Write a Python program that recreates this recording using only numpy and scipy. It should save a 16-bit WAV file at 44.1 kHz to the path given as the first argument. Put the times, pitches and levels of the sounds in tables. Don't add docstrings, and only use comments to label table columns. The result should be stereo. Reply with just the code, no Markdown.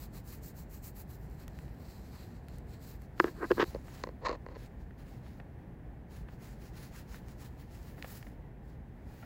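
import sys
import numpy as np
from scipy import signal
from scipy.fft import rfft, irfft
from scipy.io import wavfile

SR = 44100
rng = np.random.default_rng(int(sys.argv[2]) if len(sys.argv) > 2 else 0)


def put_to_file(sound):
    columns = np.atleast_2d(sound).T
    safe = np.clip(columns, -1, 1)
    whole_steps = np.round(safe * 32767)
    wavfile.write(sys.argv[1], SR, whole_steps.astype(np.int16))


def ratio(d):
    e = np.asarray(d, float) / 20
    return 10 ** e


N = 407925
REGRIP_S = 3.7


def rms_one(x):
    return x / np.sqrt(np.mean(x ** 2) + 1e-20)


def at_hz(points, column=1):
    hz = np.maximum(np.arange(N // 2 + 1) * SR / N, 1)
    points = np.array(points)
    return np.interp(np.log(hz), np.log(points[:, 0]), points[:, column])


def drift(rate_hz):
    r = np.exp(-80 * np.pi * rate_hz / SR)
    noise = rng.standard_normal(N // 40 + 2002)
    slow = signal.lfilter([1], [1, -2 * r, r * r], noise)[2000:]
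    return np.interp(np.arange(N) / 40, np.arange(len(slow)), rms_one(slow))


def grains(per_s, spread_db):
    sizes = ratio(spread_db * np.minimum(rng.exponential(1, N), 4))
    signs = rng.choice([-1, 1], N)
    return rms_one(sizes * signs * (rng.random(N) < per_s / SR))


def ring(clicks, hz, t60):
    r, w = ratio(-60 / (t60 * SR)), 2 * np.pi * hz / SR
    return signal.lfilter([0, np.sin(w)], [1, -2 * r * np.cos(w), r * r], clicks + 1e-18)


def cut(x, hz, kind):
    return signal.sosfilt(signal.butter(2, hz, kind, fs=SR, output="sos"), x)


def swell(start, length, edge_db, bluntness, bite=1):
    first = max(int((start - length) * SR), 0)
    last = min(int((start + 2 * length) * SR), N)
    place = 2 * (np.arange(first, last) / SR - start) / length - 1
    distance = np.where(place < 0, -place * bite, place / bite)
    return slice(first, last), -edge_db * distance ** bluntness


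def room():
    # pitch_hz, left_level (dB per Hz), right_level (dB per Hz)
    tone = [(25, -84, -87), (34.8, -83, -69.5), (47.4, -62, -64.5), (77.4, -68, -67.5), (95, -71, -77),
            (119.3, -68, -70), (211, -75, -77), (332, -81.5, -82.5), (593, -87.5, -88.5), (812, -86.5, -88),
            (1260, -97, -103), (1795, -92, -100), (2240, -99, -106), (3070, -108, -111), (4700, -116, -121),
            (8850, -121, -127), (15300, -117, -124)]
    # pitch_hz, likeness (1 = the same, 0 = unrelated)
    likeness = [(60, 1), (150, 0.96), (380, 0.91), (950, 0.024), (2380, -0.13), (5980, -0.16),
                (15000, 0.18)]
    alike = np.clip(at_hz(likeness), -1, 1)
    mid, side = rfft(rng.standard_normal((2, N)))
    both = np.sqrt(1 + alike) * mid + np.sqrt(1 - alike) * side * [[1], [-1]]
    colour = ratio([at_hz(tone, column=1), at_hz(tone, column=2)]) * np.sqrt(SR) / 2
    return irfft(both * colour, N) * ratio(0.7 * drift(3))


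def ticks():
    # start_s, level_db, treble_snap_db (relative to level),
    # left_minus_right_db, contact_ms (fading time of the contact)
    tick_list = [(1.2994, -69, 22, 15, 0.25), (1.48, -44.5, 5, 29.5, 0.87), (1.589, -46.5, -3, 21, 0.34),
                 (1.68, -47.5, -8, 13, 1.7), (2.4846, -40.5, 5, 8, 0.55), (2.585, -59, 24, 4, .3),
                 (3.02, -50.5, 10, 14, .3), (3.179, -43, -10, 5, 1.8), (3.882, -40, -18, 4, 4.1),
                 (4.908, -49, -20, 9, 3.2), (5.264, -43, -15, 2, 4.3), (5.3995, -39, -22, 3, 3.8),
                 (6.286, -41, -18, -2, 4.4), (7.144, -39.5, -4, 3, 4.4), (7.2848, -47, 4, 14, .3),
                 (7.83, -52, 10, 5, .3), (7.98, -46.5, -16, 8, 11), (8.0252, -24.5, -22, 6, 0.54),
                 (8.044, -32, -18, -1, 4.8), (8.227, -34.5, -8, -3, 1.8), (8.268, -42.5, -14, 11, 3.2),
                 (9.226, -42, -18, 1, 14)]
    # pitch_hz, level_db (relative, before dulling), t60_s
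    wood_modes = [(720, -7, 0.0053), (1440, -11.5, 0.007), (1880, -8, 0.0062), (2530, -7, 0.0027),
                  (3870, -5.5, 0.0015)]
    dulling_db = -1.0
    alike = 0.67
    length = np.arange(1500)
    out = np.zeros((2, N + 1500))
    for start, level_db, snap_db, pan_db, contact_ms in tick_list:
        common, unlike = rng.standard_normal((2, 1500))
        noise = np.sqrt(alike) * common + np.sqrt(1 - alike) * unlike * [[1], [-1]]
        force = 0.2 * noise * np.exp(-length / (contact_ms * SR / 1000))
        force[:, 0] = min(0.3 / contact_ms, 1)
        wood = 0
        for hz, mode_db, t60 in wood_modes:
            dull_db = dulling_db * np.log2(hz / 2000) * np.log2(max(contact_ms, 1))
            wood = wood + ratio(mode_db + dull_db) * ring(force, hz, t60)
        wood = cut(wood, [500, min(2200 + 2500 / contact_ms, 12000)], "band")
        tick = wood + ratio(snap_db) * cut(force, 6000, "high")
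        sides_db = [[level_db + pan_db / 2], [level_db - pan_db / 2]]
        out[:, round(start * SR) + length] += ratio(sides_db) * tick
    return out[:, :N]


def case():
    # start_s, level_db (before knock_db),
    # thud_db (relative to level), crack_db (relative to level)
    knock_list = [(3.1963, -29, -4, -4), (3.1993, -3.5, -6.5, -16), (3.205, -19.5, -1, -30),
                  (3.2418, -19.5, 9.5, -11), (3.269, -39, 3, -20), (3.507, -32, 15, -12),
                  (3.515, -17.5, 7, -10.5), (3.579, -28, 14, -24), (3.596, -31.5, 20.5, -12),
                  (3.627, -27, 14.5, -17), (3.639, -26.5, -22, -5), (3.747, -35.5, 12.5, -9),
                  (3.758, -38, 11, -28), (4.037, -18, -8.5, -12), (4.071, -29.5, -4, -18),
                  (4.089, -34, 2, -15), (4.25, -26, -15, -20), (4.2628, -20, -20, -24),
                  (4.2675, -19.5, -20, -14), (4.285, -30, -5, -4), (4.2924, -24, 2, -9),
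                  (4.313, -30, 5, -10), (4.35, -37, -2, -20), (4.463, -30, -1.5, -21),
                  (4.486, -38.5, -2, -16), (4.558, -38, -3, -16), (4.565, -40.5, 5, -17)]
    # start_s, length_s, level_db (before creak_db),
    # thud_db (relative to level), crack_db (relative to level)
    creak_list = [(3.224, 0.034, -49, 10, -28), (3.24, 0.057, -38.5, 7, -11.5),
                  (3.352, 0.046, -52.5, 8, -22), (3.396, 0.067, -35, 7, -27),
                  (3.5, 0.026, -31.5, 11.5, -15), (3.569, 0.05, -32.5, 6.5, -13),
                  (3.593, 0.029, -31, -9, -1), (3.611, 0.025, -19, -6, -10.5),
                  (3.752, 0.02, -56.5, 8.5, -25), (4.067, 0.012, -44, 5, -22),
                  (4.213, 0.047, -45.5, 3, -16), (4.246, 0.034, -28.5, -9.5, -9.5),
                  (4.269, 0.049, -29.5, -6, -20), (4.305, 0.056, -42, 3.5, -9.5),
                  (4.478, 0.067, -49.5, 1, -13), (4.545, 0.029, -46.5, -2.5, -8)]
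    # pitch_hz, t60_s,
    # first_grip_left_db, first_grip_right_db, second_grip_left_db, second_grip_right_db
    thud_modes = [(351.5, 0.038, 0, -12, -43, -44), (419, 0.0325, -3, -73, -16, -28),
                  (506, 0.016, -46, -66, 6.5, -1.5)]
    ring_modes = [(1010, 0.011, 4, -23, 2, -1), (1047, 0.014, -20, -25, 3, -2.5),
                  (1240, 0.0055, 7.5, -28, -34, -17), (1630, 0.0068, 8, -44, -2.5, -4),
                  (1955, 0.0057, 1, -19, 1.5, 2)]
    crack_modes = [(2690, 0.0046, 8.5, -32, 6, -10), (3450, 0.0022, 9.5, -9, -12, 9),
                   (4300, 0.0044, 0.5, -18, -16, 10.5), (4920, 0.0031, 2, -22, -29, 6.5),
                   (6900, 0.0013, -6, -4, -22, 10.5)]
    knock_db, creak_db = -4.0, -23.0
    contact_s = 0.0016
    snap_db_per_octave = -2.0
    unlike_db = 1.5
    body_lag_s = 0.001165

    t, out = np.arange(N) / SR, np.zeros((2, N))
    knocks = np.transpose(knock_list)
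    at = np.round(knocks[0] * SR).astype(int)
    burst = np.exp(-np.arange(200) / (contact_s * SR))
    pull = np.zeros((4, N))
    for start, length, level_db, thud_db, crack_db in creak_list:
        near, shape_db = swell(start, length, edge_db=15.0, bluntness=2.84)
        pull[1:, near] += ratio(level_db + shape_db + np.array([[0], [thud_db], [crack_db]]))
    slips = grains(3500, 2.8) * ratio(2.75 * drift(77.4))

    families = ((1, ring_modes, [964, 1813], [[0.98], [-0.94]]),
                (2, thud_modes, [258, 820], 1),
                (3, crack_modes, [1630, 5750], -1.01))
    for column, modes, edges_hz, flip in families:
        creep = slips * pull[column] * ratio(creak_db)
        lag = 0 if column == 3 else round(body_lag_s * SR)
        family_db = knocks[1] + knock_db
        if column > 1:
            family_db = family_db + knocks[column]
        family = np.zeros((2, N))
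        for k, (hz, t60, *gains_db) in enumerate(modes):
            dull_db = snap_db_per_octave * max(np.log2(hz / 2800), 0)
            blows = np.zeros(N)
            blows[at + lag] = ratio(family_db + dull_db + unlike_db * rng.standard_normal(len(at)))
            contact = np.eye(200)[0] + 0.08 * burst * rng.standard_normal(200)
            snaps = signal.fftconvolve(blows, contact)[:N]
            sound = ring(creep + snaps, hz, t60)
            first, second = ratio(np.reshape(gains_db, (2, 2, 1)))
            family += np.where(t < REGRIP_S, first, second) * sound * np.power(flip, k)
        family = cut(family, edges_hz, "band")
        for _ in range(2):
            family = cut(family, edges_hz[1] * 2, "low")
        out += family
    return out


def port_colour(x, port, patchy_db=1.6):
    first, second = (rms_one(irfft(rfft(x) * ratio(at_hz(port, column=k)), N)) for k in (1, 2))
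    spectrum = rfft(np.where(np.arange(N) < REGRIP_S * SR, first, second))
    place = np.linspace(0, 11, num=len(spectrum))
    out = np.zeros(N)
    for k in range(9):
        band = irfft(spectrum * np.clip(1 - np.abs(place - k), 0, 1), N)
        out += ratio(patchy_db * drift(6.8)) * band
    return out


def scratch():
    # start_s, length_s, left_treble_db
    strokes = [(-0.03, 0.089, -51), (0.131, 0.075, -51.5), (0.257, 0.11, -46.5), (0.424, 0.081, -48),
               (0.552, 0.077, -48.5), (0.701, 0.089, -51), (0.828, 0.07, -46), (0.954, 0.074, -47),
               (1.083, 0.078, -52), (1.186, 0.076, -63), (1.3, 0.064, -64.5), (1.38, 0.064, -58.5),
               (1.534, 0.14, -66.5), (1.792, 0.19, -61.5), (1.946, 0.22, -70.5), (2.115, 0.16, -62.5),
               (2.27, 0.12, -71.5), (2.482, 0.11, -70), (2.674, 0.094, -60.5), (2.803, 0.14, -54.5),
               (2.992, 0.076, -67.5), (3.184, 0.13, -55.5), (3.408, 0.36, -56), (3.84, 0.21, -55.5),
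               (4.568, 0.1, -61), (4.79, 0.051, -72), (4.977, 0.056, -64.5), (5.03, 0.16, -64),
               (5.205, 0.19, -68), (6.094, 0.12, -58), (6.28, 0.083, -66.5), (6.402, 0.13, -54.5),
               (6.593, 0.097, -58), (6.747, 0.13, -51), (6.923, 0.092, -51.5), (7.085, 0.11, -52.5),
               (7.267, 0.067, -58.5), (7.384, 0.097, -54), (7.578, 0.061, -58.5), (7.704, 0.092, -57.5),
               (7.804, 0.13, -56.5), (7.962, 0.3, -54.5), (8.06, 0.14, -44.5), (8.628, 0.12, -69.5),
               (9.078, 0.15, -60), (9.19, 0.047, -65)]
    # time_s, left_treble_db
    rustle_points = [(0, -76), (1.2, -75), (1.75, -71), (2.4, -76.5), (3.1, -81), (3.4, -64), (4.08, -75.5),
                     (4.45, -76), (5.2, -79), (5.55, -85), (6.05, -106.5), (6.5, -71), (8.3, -68.5),
                     (8.5, -102), (9.0, -76), (9.25, -63)]
    # time_s, right_minus_left_db
    point_place = [(0, -12), (.5, -23), (1.25, -23), (1.42, -4.5), (2.5, 2.5), (3.0, -13.5), (3.2, -3.5),
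                   (4.6, -2), (7.4, -6), (8.0, -8.5), (8.13, -15.5), (8.27, -10), (9.25, -8)]
    # pitch_hz, first_grip_db, second_grip_db
    left_port = [(998, 11, 13.5), (1720, 5, 8.5), (2480, 3, 6), (3530, -4.5, 2), (4100, 3.5, 3.5),
                 (5160, 0, 3.5), (6000, -0.5, -1), (7750, 4.5, 3.5), (8670, -2, -2.5), (10900, 3, 6),
                 (12560, 3.5, 2), (13600, 10.5, 7), (16300, 7, 13.5)]
    right_port = [(1210, -40, 5.5), (1730, -35.5, 15), (2400, -3, 9), (3400, -2, 1), (4130, 8.5, 8.5),
                  (5060, 3, 2.5), (6470, -11, 4), (6840, -31.5, 8.5), (7570, -1, -10), (9100, -27, -0.5),
                  (10600, -8, -3), (12000, -8, -2), (13960, -17.5, -13), (15180, -13, -6)]
    split_hz = 5500
    rustle_body_db, rustle_right_db = 0.0, -4.5
    body_base_db, body_per_place, body_per_level = 1.5, 0.52, -0.26
    middling_db = -60

    rustle = ratio(np.interp(np.arange(N) / SR, *np.transpose(rustle_points))) ** 2
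    power = rustle * ratio([[0], [rustle_body_db], [rustle_right_db]]) ** 2
    for start, length, level_db in strokes:
        right_db = np.interp(start + length / 2, *np.transpose(point_place))
        body_db = body_base_db + body_per_place * right_db + body_per_level * (level_db - middling_db)
        near, shape_db = swell(start, length, edge_db=8.0, bluntness=2.9, bite=1.076)
        power[:, near] += ratio(level_db + shape_db + np.array([[0], [body_db], [right_db]])) ** 2
    treble, body, right = np.sqrt(power) * ratio(1.2 * drift(26))

    at_left, at_right = (port_colour(cut(grains(7000, 1.98), 870, "high"), port)
                         for port in (left_port, right_port))
    left_treble = treble * cut(at_left, split_hz, "high")
    left_body = body * ratio(10.0) * cut(at_left, split_hz, "low")
    left = left_treble - left_body
    return np.array([left, right * at_right])


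def scene():
    return room() + ticks() + case() + scratch()


def top_cut(x):
    return signal.sosfilt(signal.butter(12, 16510, fs=SR, output="sos"), x)


def record(dry):
    rounded = dry / (1 + (dry / 1.1) ** 6) ** (1 / 6)
    top = signal.ellip(10, 0.5, 60, 15780, fs=SR, output="sos")
    mix = signal.sosfilt(top, rounded)
    return top_cut(mix)


dry = scene()
out = record(dry)
put_to_file(out)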